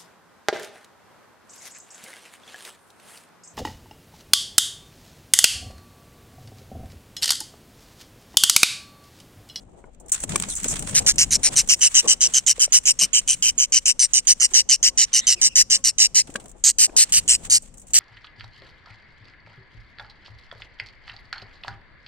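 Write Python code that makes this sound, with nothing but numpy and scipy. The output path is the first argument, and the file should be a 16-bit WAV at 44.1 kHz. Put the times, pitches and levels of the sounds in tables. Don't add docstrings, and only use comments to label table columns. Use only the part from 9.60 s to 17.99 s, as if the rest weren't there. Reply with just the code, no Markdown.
import sys
import numpy as np
from scipy import signal
from scipy.fft import rfft, irfft, next_fast_len
from scipy.io import wavfile
from scipy.ndimage import uniform_filter1d, minimum_filter1d

SR = 44100
rng = np.random.default_rng(int(sys.argv[2]) if len(sys.argv) > 2 else 0)


def invert_db(x):
    u = np.asarray(x, float) / 20
    return 10 ** u


def persist_wave(psi):
    counts = np.round(np.clip(psi, -1, 1) * 32767).astype(np.int16)
    wavfile.write(sys.argv[1], SR, np.atleast_2d(counts).T)


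N = 369999

# (frequency [Hz], density [dB])
ROOM_SPECTRUM = [(150, -34), (250, 10), (312, -46.5), (340, -14.5), (531, 1.5), (736, -33), (873, -57.5),
                 (951, -10), (3000, -15), (5010, -25.5), (7430, -18.5), (15000, -65)]
# (time [s], length [s], pitch [Hz], glide [ratio], level [dB])
FAR_NOTES = [
    (5.27, .08, 540, 1, -58),
    (6.11, .12, 545, 1, -54),
    (.89, .055, 4400, .75, -37),
    (1.09, .045, 5800, .9, -36),
    (5.595, .075, 1900, 1.05, -43),
    (5.6, .07, 3500, 1.08, -42),
    (5.61, .06, 3900, .95, -47),
    (5.755, .06, 2900, .75, -44),
    (5.86, .095, 2850, .92, -45),
]
# (time [s], level [dB])
SHAKE = [(0, -53), (.21, -62.5), (.61, -54.5), (.72, -34), (1.0, -52), (1.05, -39), (1.8, -40), (1.85, -66),
         (1.94, -40), (2.34, -60), (3.55, -58.5), (3.9, -50), (4.11, -62), (6.6, -55.5), (7.43, -64),
         (7.52, -48), (7.97, -47), (8.01, -59)]
# (time [s], half length [s], thud level [dB], creak level [dB])
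FINGER_SHIFTS = [
    (0.224, 0.74, -79, -60),
    (1.397, 0.2, -59, -42.5),
    (1.89, 0.14, -48, -42.5),
    (2.47, 0.086, -69, -36.5),
    (2.69, 0.27, -55, -51.5),
    (3.438, 0.031, -41, -65),
    (6.79, 0.18, -68, -51.5),
    (7.392, 0.29, -73.5, -48),
    (8.39, 0.11, -58, -47),
]
# (time [s], level [dB])
RUSTLE = [(0, -56), (.45, -68), (.5, -56), (.6, -39), (.8, -32.5), (1.0, -35), (1.12, -36), (1.18, -35),
          (1.24, -37), (1.32, -40.5), (1.4, -39), (2.05, -40), (2.85, -44.5), (3.5, -51), (6.55, -57),
          (7.0, -63.5), (7.35, -53), (7.84, -40.5), (8.05, -57), (8.13, -58), (8.39, -52)]
# (time [s], treble level [dB], 1-4.5 kHz level [dB])
SCUFFS = [(1.56, -44, -51), (1.93, -43, -43.5), (2.19, -37, -55), (2.45, -33, -37), (2.71, -38, -42.5),
          (2.97, -71, -55), (3.1, -50, -44.5), (3.23, -51, -86), (3.5, -72, -47), (3.8, -50, -65),
          (4.511, -55, -56), (4.641, -61, -60), (4.781, -75, -75), (4.91, -39.5, -47.5), (5.501, -66, -47),
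          (5.65, -53, -46.5), (5.791, -36, -41.5), (6.75, -51, -59), (6.92, -63, -91), (7.49, -50, -44),
          (7.36, -55, -48)]
# (time [s], length [s], treble level [dB], relative 1-4.5 kHz level [dB], brightest [Hz])
WING_BEATS = [(0.523, 0.035, -27.5, -11.5, 7500), (0.554, 0.033, -36.5, -2.5, 8000),
              (0.611, 0.041, -36, -28, 7800), (0.686, 0.075, -37, -2, 7640), (0.831, 0.032, -39, 2, 7600),
              (0.886, 0.069, -31.5, -19, 8850), (0.957, 0.035, -24.5, -27, 7400),
              (0.993, .03, -47, -16, 7800), (1.052, 0.037, -34.5, -10, 8160),
              (1.076, 0.059, -23, -18.5, 7400), (1.124, 0.021, -31, -7, 8300),
              (1.194, 0.028, -37, -19, 8000), (1.259, 0.047, -35.5, -9, 8360),
              (1.325, 0.029, -41, 2.5, 7500)]
# (time [s], peak level [dB], relative 1-4 kHz level [dB], t60 [s])
WIRE_TICKS = [(0.3461, -49.5, -6, 0.026), (0.399, -42.5, -23, 0.071), (0.4604, -40, -25, 0.022),
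              (0.482, -37, -19, 0.06), (0.494, -27, -15, 0.031), (0.518, -8.5, -28, 0.078),
              (0.543, -18, -20, 0.03), (0.602, -23.5, -19, 0.037), (0.636, -14.5, -10, 0.031),
              (0.692, -23, -9, 0.052), (0.7577, -1.5, -9.5, 0.018), (0.7987, -10, -8.5, 0.016),
              (0.8225, -12, -7.5, 0.018), (0.886, -22, -17, 0.063), (0.952, -18, -39, 0.03),
              (1, -18, -30, 0.013), (1.031, -19, -18, 0.033), (1.042, -12, -9, 0.03),
              (1.156, -21.5, -3, 0.029), (1.166, -25.5, 0, 0.035), (1.1922, -18, -15, 0.034),
              (1.2236, -20, -7.5, 0.026), (1.273, -27, -2.5, 0.034), (1.309, -27, -10, 0.048),
              (1.557, -23, -18, 0.023), (6.671, -41, -2, 0.069), (6.70, -40, -5, 0.045),
              (6.739, -32, -10, 0.038), (6.757, -22, 0.5, 0.033), (6.798, -40, -5, 0.081),
              (6.84, -39, -18, .025), (6.857, -34.5, -8, 0.026), (6.881, -37, -25, 0.028),
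              (6.893, -36, -17, 0.033), (6.902, -42, -18, .025), (6.914, -36, -18, 0.027),
              (1.929, -25, -9, 0.049), (2.074, -25, -13, 0.039), (2.168, -41, -15, .04),
              (2.4415, -35, -10, .04), (7.296, -57, 2, 0.048), (7.322, -59, 0, .06), (7.492, -36, -7, 0.11),
              (8.0214, -37, -24, 0.072), (8.1395, -43.5, -12, 0.065), (8.1714, -42, -22, 0.058),
              (8.18, -37, -20, .04), (8.1958, -39, -24, 0.062), (8.2153, -42, -25, 0.077),
              (8.2682, -41, -18, .06), (8.281, -40, -14, 0.055), (8.3041, -40, -13, 0.079)]
# (time [s], peak level [dB], lowest mode [Hz], t60 [s], hardness [dB per octave])
BLOWS = [(0.24, -41, 464, 0.08, -4), (0.638, -22, 275, 0.043, -5), (0.709, -24, 214, 0.06, -27.5),
         (1.051, -18.5, 226, 0.11, -11), (1.111, -31, 200, 0.08, -16), (1.264, -34, 229, 0.13, -6),
         (2.432, -28, 413, 0.067, -16), (2.981, -35, 512, 0.054, -6), (3.078, -42, 584, 0.04, -2),
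         (4.815, -39, 594, 0.14, 0), (4.916, -40, 350, 0.42, -4.5), (5.76, -42, 361, 0.18, -10),
         (6.692, -29, 242, 0.083, -5), (6.748, -28, 500, 0.046, -8), (7.071, -37.5, 318, 0.091, 0),
         (7.294, -28, 332, 0.045, -2)]
KNOCK_RATIOS = [1, 2.1, 3.1, 4.198, 5.1, 7.4]
# (frequency [Hz], level [dB], t60 [s])
WIRE_MODES = [(350, -4, 0.015), (1120, 0, 0.016), (1630, -9, 0.014), (2310, -4, 0.021), (3500, -16, .015)]
PERCH_MODES = [(376, -7, 0.074), (476, 1, 0.088), (1120, -9, 5.0), (1857, -25, 5.0), (2638, -28, 0.37),
               (2923, -58, 5.0)]
DOOR_MODES = [(191, -4, 0.11), (420, -3, 0.044), (650, -1, 0.07), (1110, -0.5, 0.068), (1448, -4, 0.045)]
LID_MODES = [(218, -3, 0.077), (574, 2, 0.043), (1140, -5, 0.053), (1615, -6, 0.058), (2520, -11, 0.037),
             (2950, -23, 0.033), (3400, -7, 0.018), (3830, -21, 0.055)]
CLUNK_TIMES = [
    0.757,
    2.443,
    3.416,
    6.755,
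]
CLUNK_LEVELS = [
    -12,
    -25,
    -35.5,
    -23.5,
]
# (time [s], length [s], level [dB], third partial [dB])
CHIRPS_ALONE = [(1.344, 0.052, -17, 4), (1.463, 0.054, -14, -6.5), (1.582, 0.059, -17, 2),
                (1.706, 0.058, -19.5, 1.5), (1.831, 0.055, -17, 6), (1.956, 0.058, -16, 4),
                (2.087, 0.058, -14.5, -0.5), (2.207, 0.072, -15, 1.5), (2.344, 0.063, -11, -9),
                (2.475, 0.061, -14, -5), (2.607, 0.064, -17, -11.5), (2.736, 0.059, -17, -9),
                (2.863, 0.06, -16, -6.5), (2.994, 0.062, -16, 1), (3.122, 0.062, -10.5, -1),
                (3.254, 0.063, -15.5, 0.5), (3.389, 0.066, -18, -5.5), (3.531, 0.066, -16, 0.5),
                (3.676, 0.069, -18.5, 5.5), (3.824, 0.08, -18.5, -1.5), (3.979, 0.073, -19, -10),
                (4.121, 0.067, -16.5, -8.5), (4.255, 0.066, -16.5, -1.5)]
# (time [s], length [s], level [dB], third partial [dB])
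CHIRPS_HAND = [(4.393, 0.066, -17.5, 6), (4.533, 0.064, -17, 2), (4.67, 0.059, -12.5, 3),
               (4.799, 0.063, -15.5, 0.5), (4.935, 0.078, -13, -4.5), (5.089, 0.066, -14, -5.5),
               (5.228, 0.066, -15, -1.5), (5.375, 0.07, -13.5, -4), (5.53, 0.071, -18, -1),
               (5.668, 0.074, -15.5, 1), (5.814, 0.067, -14.5, 2.5), (5.954, 0.069, -11, -8),
               (6.099, 0.069, -15.5, -4), (6.239, 0.066, -17.5, 0), (6.382, 0.083, -14.5, -7),
               (6.546, 0.069, -14.5, 1), (7.038, 0.072, -15.5, -12), (7.184, 0.076, -12, -8.5),
               (7.364, 0.076, -11, -17), (7.522, 0.074, -15, -5.5), (7.678, 0.082, -14.5, -6.5),
               (7.898, 0.079, -14.5, -3), (8.334, 0.21, -10.5, -9)]
FIRST_PARTIAL = [2, -5, 4, -10, -7.5, 0, 5, 1.5, 1.5, 0.5, -3.5, 3, 0, 0, -3.5, -6.5, 2, 0.5, 5, 1, -2.5,
                 -3.5, -7.5, -4, 1.5, 1.5, 4, 3, 6.5, 3, 2.5, 5, 1.5, -4, 0, 2, 1.5, 3, 1.5, -1.5, 0, -6,
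                 1.5, 7, -0.5, -0.5]
SHYNESS = [-14, -4, -1, -7, -6, -21, -14, -23.5, -11.5, -14, -18, -6, -14, -6, -11.5, -11.5, -1, -7, -5.5,
           1, -8.5, -11.5, -6.5, 0.5, 0, -12.5, -20, -14, -7, -4, -7.5, 0.5, -9, -7, -15.5, -5, -9, -12, -6,
           0, -7, -4.5, 1, -6, -12, -14]
# (time [s], throb rate [Hz], top pitch [Hz])
SYRINX = [(1.342, 140.9, 2858), (2.089, 136.2, 2920), (2.211, 127.3, 2987), (4.1, 120.9, 3062),
          (4.453, 127.5, 2913), (5.103, 123.1, 2968), (5.8, 120.1, 2931), (6.553, 106.5, 2837),
          (7.04, 133.2, 3065), (7.179, 111, 2950), (8.341, 122.8, 2877)]
# (time [s], rasp against tone [dB])
HOARSENESS = [(1.3, -1), (1.6, -4), (2.3, -7), (3.3, -8), (4.4, -9), (5.7, -9), (6.4, -7), (7.0, -4),
              (8.4, -4)]
PARTIALS = [-11.5, -4.5, -10, -12.5, -6.5]
# (frequency [Hz], then left and right density [dB] for each of the five stages)
POT_COLOUR = [(1423, -21, -25.5, -30, -30.5, -30, -32.5, -31, -34.5, -29, -28),
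              (1980, -17, -17.5, -25, -24, -25.5, -21, -15.5, -20.5, -16.0, -21),
              (2400.0, -10.5, -14, -20.5, -21.5, -19, -10.5, -21, -19, -20.5, -14),
              (2950.0, -17.5, -8.0, -16, -5.5, -10, -0.5, -15.5, -7.5, -15.5, -7.5),
              (3493, -23.5, -17, -25.5, -21.5, -29, -20, -26, -19.5, -21.5, -16.5),
              (3980, -10.5, -14, -19, -17, -18, -14, -15.5, -12, -11, -11.5),
              (4630, -13.5, -11, -15, -26, -14, -16, -7.5, -14, -7.0, -6.5),
              (5530, -0.5, -5.0, -4, -3.5, 2, -6, 1, -3.5, -2, -7.0),
              (6080, -3, 2.5, 1.5, -7.5, 1, -1, -0.5, 1.5, -8, -1),
              (6680, -4.5, -3, -13.5, -3, -6, 0.5, -13.5, 0, -3.5, 0.5),
              (7400.0, -4.5, -3, -17.5, -2, -8, 1.5, -16, -2.0, -1.5, 2.5),
              (8000.0, -9.5, -14.5, -12.5, -8, -9, -13.5, -9, -13, 2.5, 1),
              (8575, -1.0, -9, -4, -15, 1.5, -5, -0.0, -15.5, 2, -8.5),
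              (9160, -5, -23, -12.5, -15, -15, -16, -14.5, -21.5, -7.5, -19),
              (9780, -26.5, -18.5, -34, -35.5, -30, -42, -29.5, -32, -25, -40),
              (11040, -13.5, -21, -21.5, -20, -16, -18, -19, -18.5, -20, -16),
              (12600, -39, -27, -40, -50, -34.5, -37, -42, -38, -22, -29),
              (14200.0, -35, -31.5, -39, -36, -37.0, -33.5, -37.5, -36.5, -39, -31)]
STAGE_ENDS = [
    2.15,
    3.2,
    4.35,
    6.9,
]


def band(x, lo_hz, hi_hz, order=2):
    return signal.sosfilt(signal.butter(order, [lo_hz, hi_hz], "band", fs=SR, output="sos"), x)


def unit(x):
    return x / np.sqrt(np.mean(x ** 2) + 1e-20)


def walk(rate, size=N):
    k = int(SR / rate)
    held = np.repeat(rng.standard_normal(size // k + 1), k)
    return 1.2 * uniform_filter1d(held, k)[:size]


def columns(table):
    s, *rest = np.transpose(table)
    return [np.interp(np.arange(N) / SR, s, c) for c in rest]


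def bumps(times, half_s, db):
    t = np.arange(N) / SR
    return sum(invert_db(d) * np.clip(1 - abs(t - s) / h, 0, 1) ** 2 for s, h, d in np.broadcast(times, half_s, db))


def colour(x, hz, db, flatten_hz=0):
    size = next_fast_len(x.shape[-1])
    f, spec = np.fft.rfftfreq(size, 1 / SR), rfft(x, size)
    if flatten_hz:
        k = int(flatten_hz / f[1])
        own = uniform_filter1d(uniform_filter1d(abs(spec) ** 2, k), k)
        spec = spec / np.sqrt(abs(own) + 1e-4 * own.max())
    curve_hz = np.r_[.6 * hz[0], hz, 1.12 * hz[-1]]
    curve_db = np.r_[db[0] - 15, db, db[-1] - 9]
    gain_db = np.interp(np.log(f + 1), np.log(curve_hz), curve_db)
    return irfft(spec * invert_db(gain_db), size)[..., :x.shape[-1]]


def pair(like):
    mid, side = rng.standard_normal((2, N))
    like = np.clip(like, 0, 1)
    return np.sqrt(1 + like) * mid + np.sqrt(1 - like) * side * np.array([[1], [-1]])


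def add(out, s, x):
    i = int(s * SR)
    n = min(x.shape[-1], out.shape[-1] - i)
    out[..., i:i + n] += x[..., :n]


def feathery(noise, mid_db, top_db, hz=7800):
    peak = unit(band(noise, .9 * hz, min(1.1 * hz, 9300)))
    high = peak + invert_db(-4) * unit(band(noise, 5900, 9200, order=4))
    top = invert_db(top_db) * unit(band(noise, 10000, 15500, order=3))
    mid = unit(band(noise, 900, 4000)) * invert_db(mid_db + np.array([[-1.5], [1.5]]))
    return unit(high) + top + mid


def room():
    hiss = band(colour(pair(.1), *np.transpose(ROOM_SPECTRUM)), 150, 9300, order=4)
    return unit(hiss) * invert_db(-62.5 + 3.0 * walk(0.98))


def far_tones():
    out = np.zeros((2, N))
    for s, length, hz, glide, db in FAR_NOTES:
        wobble = .005 if hz < 1000 else .05
        n = int(length * SR)
        pitch = [hz * np.linspace(1, glide, n) * (1 + wobble * walk(480, size=6000)[:n]) for _ in range(2)]
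        phase = 2 * np.pi * np.cumsum(pitch, axis=1) / SR
        note = np.sin(phase) + invert_db(-4) * np.sin(2 * phase)
        add(out, s, invert_db(db) * signal.windows.tukey(n, .5) * note)
    return out


def handling():
    shake = invert_db(columns(SHAKE)[0])
    s, half_s, thud_db, creak_db = np.transpose(FINGER_SHIFTS)
    sway = invert_db(-56.5) + invert_db(-1.5) * uniform_filter1d(shake, int(0.24 * SR))
    thud = shake + bumps(s, half_s, thud_db)
    creak = invert_db(-69.5) + invert_db(-9.5) * shake + bumps(s, half_s, creak_db)
    deep = unit(band(pair(0.93), 19.2, 52.3)) * sway * invert_db(np.array([[3.0], [-5]]))
    low = unit(band(pair(0.85), 77.5, 224)) * thud
    low = low * invert_db(1.52 * walk(19) + np.array([[2.6], [-3.5]]))
    mid = unit(band(pair(0.1), 165, 810, order=3)) * creak
    mid = mid * invert_db(4.64 * walk(40) + np.array([[2.1], [-2.1]]))
    return deep + low + mid


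def rustle():
    stir = invert_db(columns(RUSTLE)[0])
    s, treble_db, mid_db = np.transpose(SCUFFS)
    scuff_s = 0.2
    treble = stir + bumps(s, scuff_s, treble_db)
    mid = stir * invert_db(-7.5) + bumps(s, scuff_s, mid_db)
    grains = pair(0) * invert_db(3.04 * walk(130) + 1.4 * walk(780) + 5.3 * walk(25))
    return treble * invert_db(-3.5) * feathery(grains, 20 * np.log10(mid / treble), -19.5, 7670)


def flaps(size=4000):
    out = np.zeros((2, N))
    for s, length, db, mid_db, hz in WING_BEATS:
        grains = rng.standard_normal((2, size))
        grains = grains * invert_db(3.0 * walk(300, size=size) + 2.5 * walk(90, size=size))
        n = int(length * SR)
        swish = feathery(grains, mid_db, -24.5, hz)[:, :n]
        add(out, s, invert_db(db) * swish * signal.windows.tukey(n, .4))
    return out


def ticks(size=3000):
    out, t = np.zeros((2, N)), np.arange(size) / SR
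    for s, db, mid_db, t60 in WIRE_TICKS:
        crack = feathery(rng.standard_normal((2, size)), mid_db, -17.5, rng.uniform(7440, 8270))
        decay = invert_db(db - 1.5 - 60 * t / max(t60, .004))
        add(out, s, crack * decay * np.clip(t / 0.0017, 0, 1))
    return out


def knocks(size=5000):
    out, t = np.zeros((2, N)), np.arange(size) / SR
    for s, db, hz, t60, hard_db in BLOWS:
        ring = np.zeros(size)
        for r in np.array(KNOCK_RATIOS) * (1 + 0.066 * rng.standard_normal(len(KNOCK_RATIOS))):
            strike_db = min(hard_db, 0) * np.log2(r)
            decay_db = -60 * t * r ** 0.57 / max(t60, .01)
            shudder_db = 6.4 * walk(243, size=size)
            ring += invert_db(strike_db + decay_db + shudder_db) * np.sin(2 * np.pi * hz * r * t)
        add(out, s, invert_db(db - 7.5 + np.array([[1.5], [-2.5]])) * ring * np.clip(t / 0.0016, 0, 1))
    return out


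def clunks(size=5000):
    out, t = np.zeros((2, N)), np.arange(size) / SR
    objects = (WIRE_MODES, PERCH_MODES, DOOR_MODES, LID_MODES)
    for s, db, modes in zip(CLUNK_TIMES, CLUNK_LEVELS, objects):
        top_db = max(m[1] for m in modes)
        ring = np.zeros(size)
        for hz, mode_db, t60 in modes:
            decay_db = -60 * t / np.clip(t60, .015, .12)
            shudder_db = 4.1 * walk(197, size=size)
            ring += invert_db(mode_db - top_db + decay_db + shudder_db) * np.sin(2 * np.pi * hz * t)
        add(out, s, invert_db(db + np.array([[1.5], [-2.5]])) * ring * np.clip(t / 0.0023, 0, 1))
    return out


def chirp(length, throb_hz, top_hz, first_db, third_db, rasp_db, shy_db, size=5000):
    t = np.arange(size) / SR
    throb_rate = throb_hz * (1 + .3 * np.exp(-t / 0.011) + .05 * walk(70, size=size))
    turn = (np.cumsum(throb_rate) / SR + .25 * rng.random()) % 1
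    sag = 1.04 + 0.03996 * np.exp(-t / 0.01202) - .055 * t / length + 0.01807 * walk(108.7, size=size)
    sweep = 1 - .32 * np.exp(-turn / .14)
    waver = .075 * invert_db(rasp_db) * walk(900, size=size)
    hz = top_hz * sag * sweep * (1 + waver)
    phase = 2 * np.pi * np.cumsum(uniform_filter1d(hz, size=12)) / SR
    leak = (0.14 + 0.62 * invert_db(rasp_db)) * np.clip(.2 + t / 0.044, 0, 1)
    air = leak + abs(np.sin(np.pi * turn ** 1.1)) ** 1.4
    air = air * invert_db(1.5 * walk(130, size=size))
    tone = np.zeros(size)
    for k, db in enumerate(np.array(PARTIALS) + np.array([first_db, 0, third_db, 0, 0])):
        tone += invert_db(db + 3.2 * walk(500, size=size)) * np.sin((k + 1) * phase)
    fray_db = 1.5 * (np.minimum(t / length, 1) - .5)
    tone = tone * invert_db(-fray_db / 2)
    rasp = invert_db(rasp_db + fray_db / 2 + 1.55 * walk(700, size=size))
    rasp = rasp * band(rng.standard_normal(size), 980, 19000, order=1)
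    swell_db = shy_db * np.exp(-t / 0.0067) - 5.6 * (t / length) ** 3
    swell = np.clip(t / 0.00093, 0, 1) * invert_db(swell_db)
    swell = swell * np.clip((length + 0.0098 - t) / 0.021, 0, 1)
    voice = (tone + rasp) * air * swell
    return voice / np.std(voice[:int(length * SR)])


def echoes(direct, pot_db, pot_t60, cage_db, cage_t60, size=9000):
    t = np.arange(size) / SR
    pot, cage = rng.standard_normal((2, 2, size))
    sparse = rng.random((2, size)) < .06
    tail = invert_db(cage_db - 60 * t / cage_t60) + invert_db(-76 - 60 * t / 0.6)
    ring = invert_db(pot_db - 60 * t / pot_t60) * pot * sparse + tail * cage
    ring[[0, 1], rng.integers(0, 9, size=2)] += direct
    return ring


def chick():
    out, path = np.zeros((2, N)), np.transpose(POT_COLOUR)
    stages = np.zeros((len(STAGE_ENDS) + 1, 2, N))
    at, throbs_hz, tops_hz = np.transpose(SYRINX)
    kept = [echoes(0, -15, .01, -58, .055) for _ in stages]
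    calls = list(CHIRPS_ALONE) + list(CHIRPS_HAND)
    for (s, length, db, third_db), first_db, shy_db in zip(calls, FIRST_PARTIAL, SHYNESS):
        throb_hz, top_hz = np.interp(s, at, throbs_hz), np.interp(s, at, tops_hz)
        rasp_db = np.interp(s, *np.transpose(HOARSENESS))
        voice = chirp(length, throb_hz, top_hz, first_db, third_db, rasp_db, shy_db)
        stage = np.searchsorted(STAGE_ENDS, s)
        paths = kept[stage] + echoes(1, -17, .01, -54, .055)
        paths = paths / np.sqrt(np.sum(paths ** 2, axis=1, keepdims=True))
        add(stages[stage], s, invert_db(db) * signal.fftconvolve(voice[None], paths, axes=1))
    for k, wet in enumerate(stages):
        sounding = np.flatnonzero(wet[0])
        span = slice(sounding[0], sounding[-1])
        ports = [colour(wet[c, span], path[0], path[1 + 2 * k + c], flatten_hz=514) for c in range(2)]
        out[:, span] += unit(np.array(ports)) * np.std(wet[:, span]) * invert_db(3.5)
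    return out


def scene():
    return chick() + rustle() + handling() + ticks() + flaps() + knocks() + clunks() + far_tones() + room()


def low_pass(x):
    return signal.sosfilt(signal.butter(12, 16660, fs=SR, output="sos"), x)


def record(dry):
    peak = -minimum_filter1d(-np.abs(dry).max(axis=0), size=60)
    gain = np.minimum(1, (.6 / (peak + 1e-9)) ** .6)
    held = dry * uniform_filter1d(gain, size=60)
    cut = signal.sosfilt(signal.ellip(8, .2, 70, 15900, fs=SR, output="sos"), held)
    return low_pass(np.clip(cut, -1, 1))


dry = scene()
out = record(dry)
persist_wave(out)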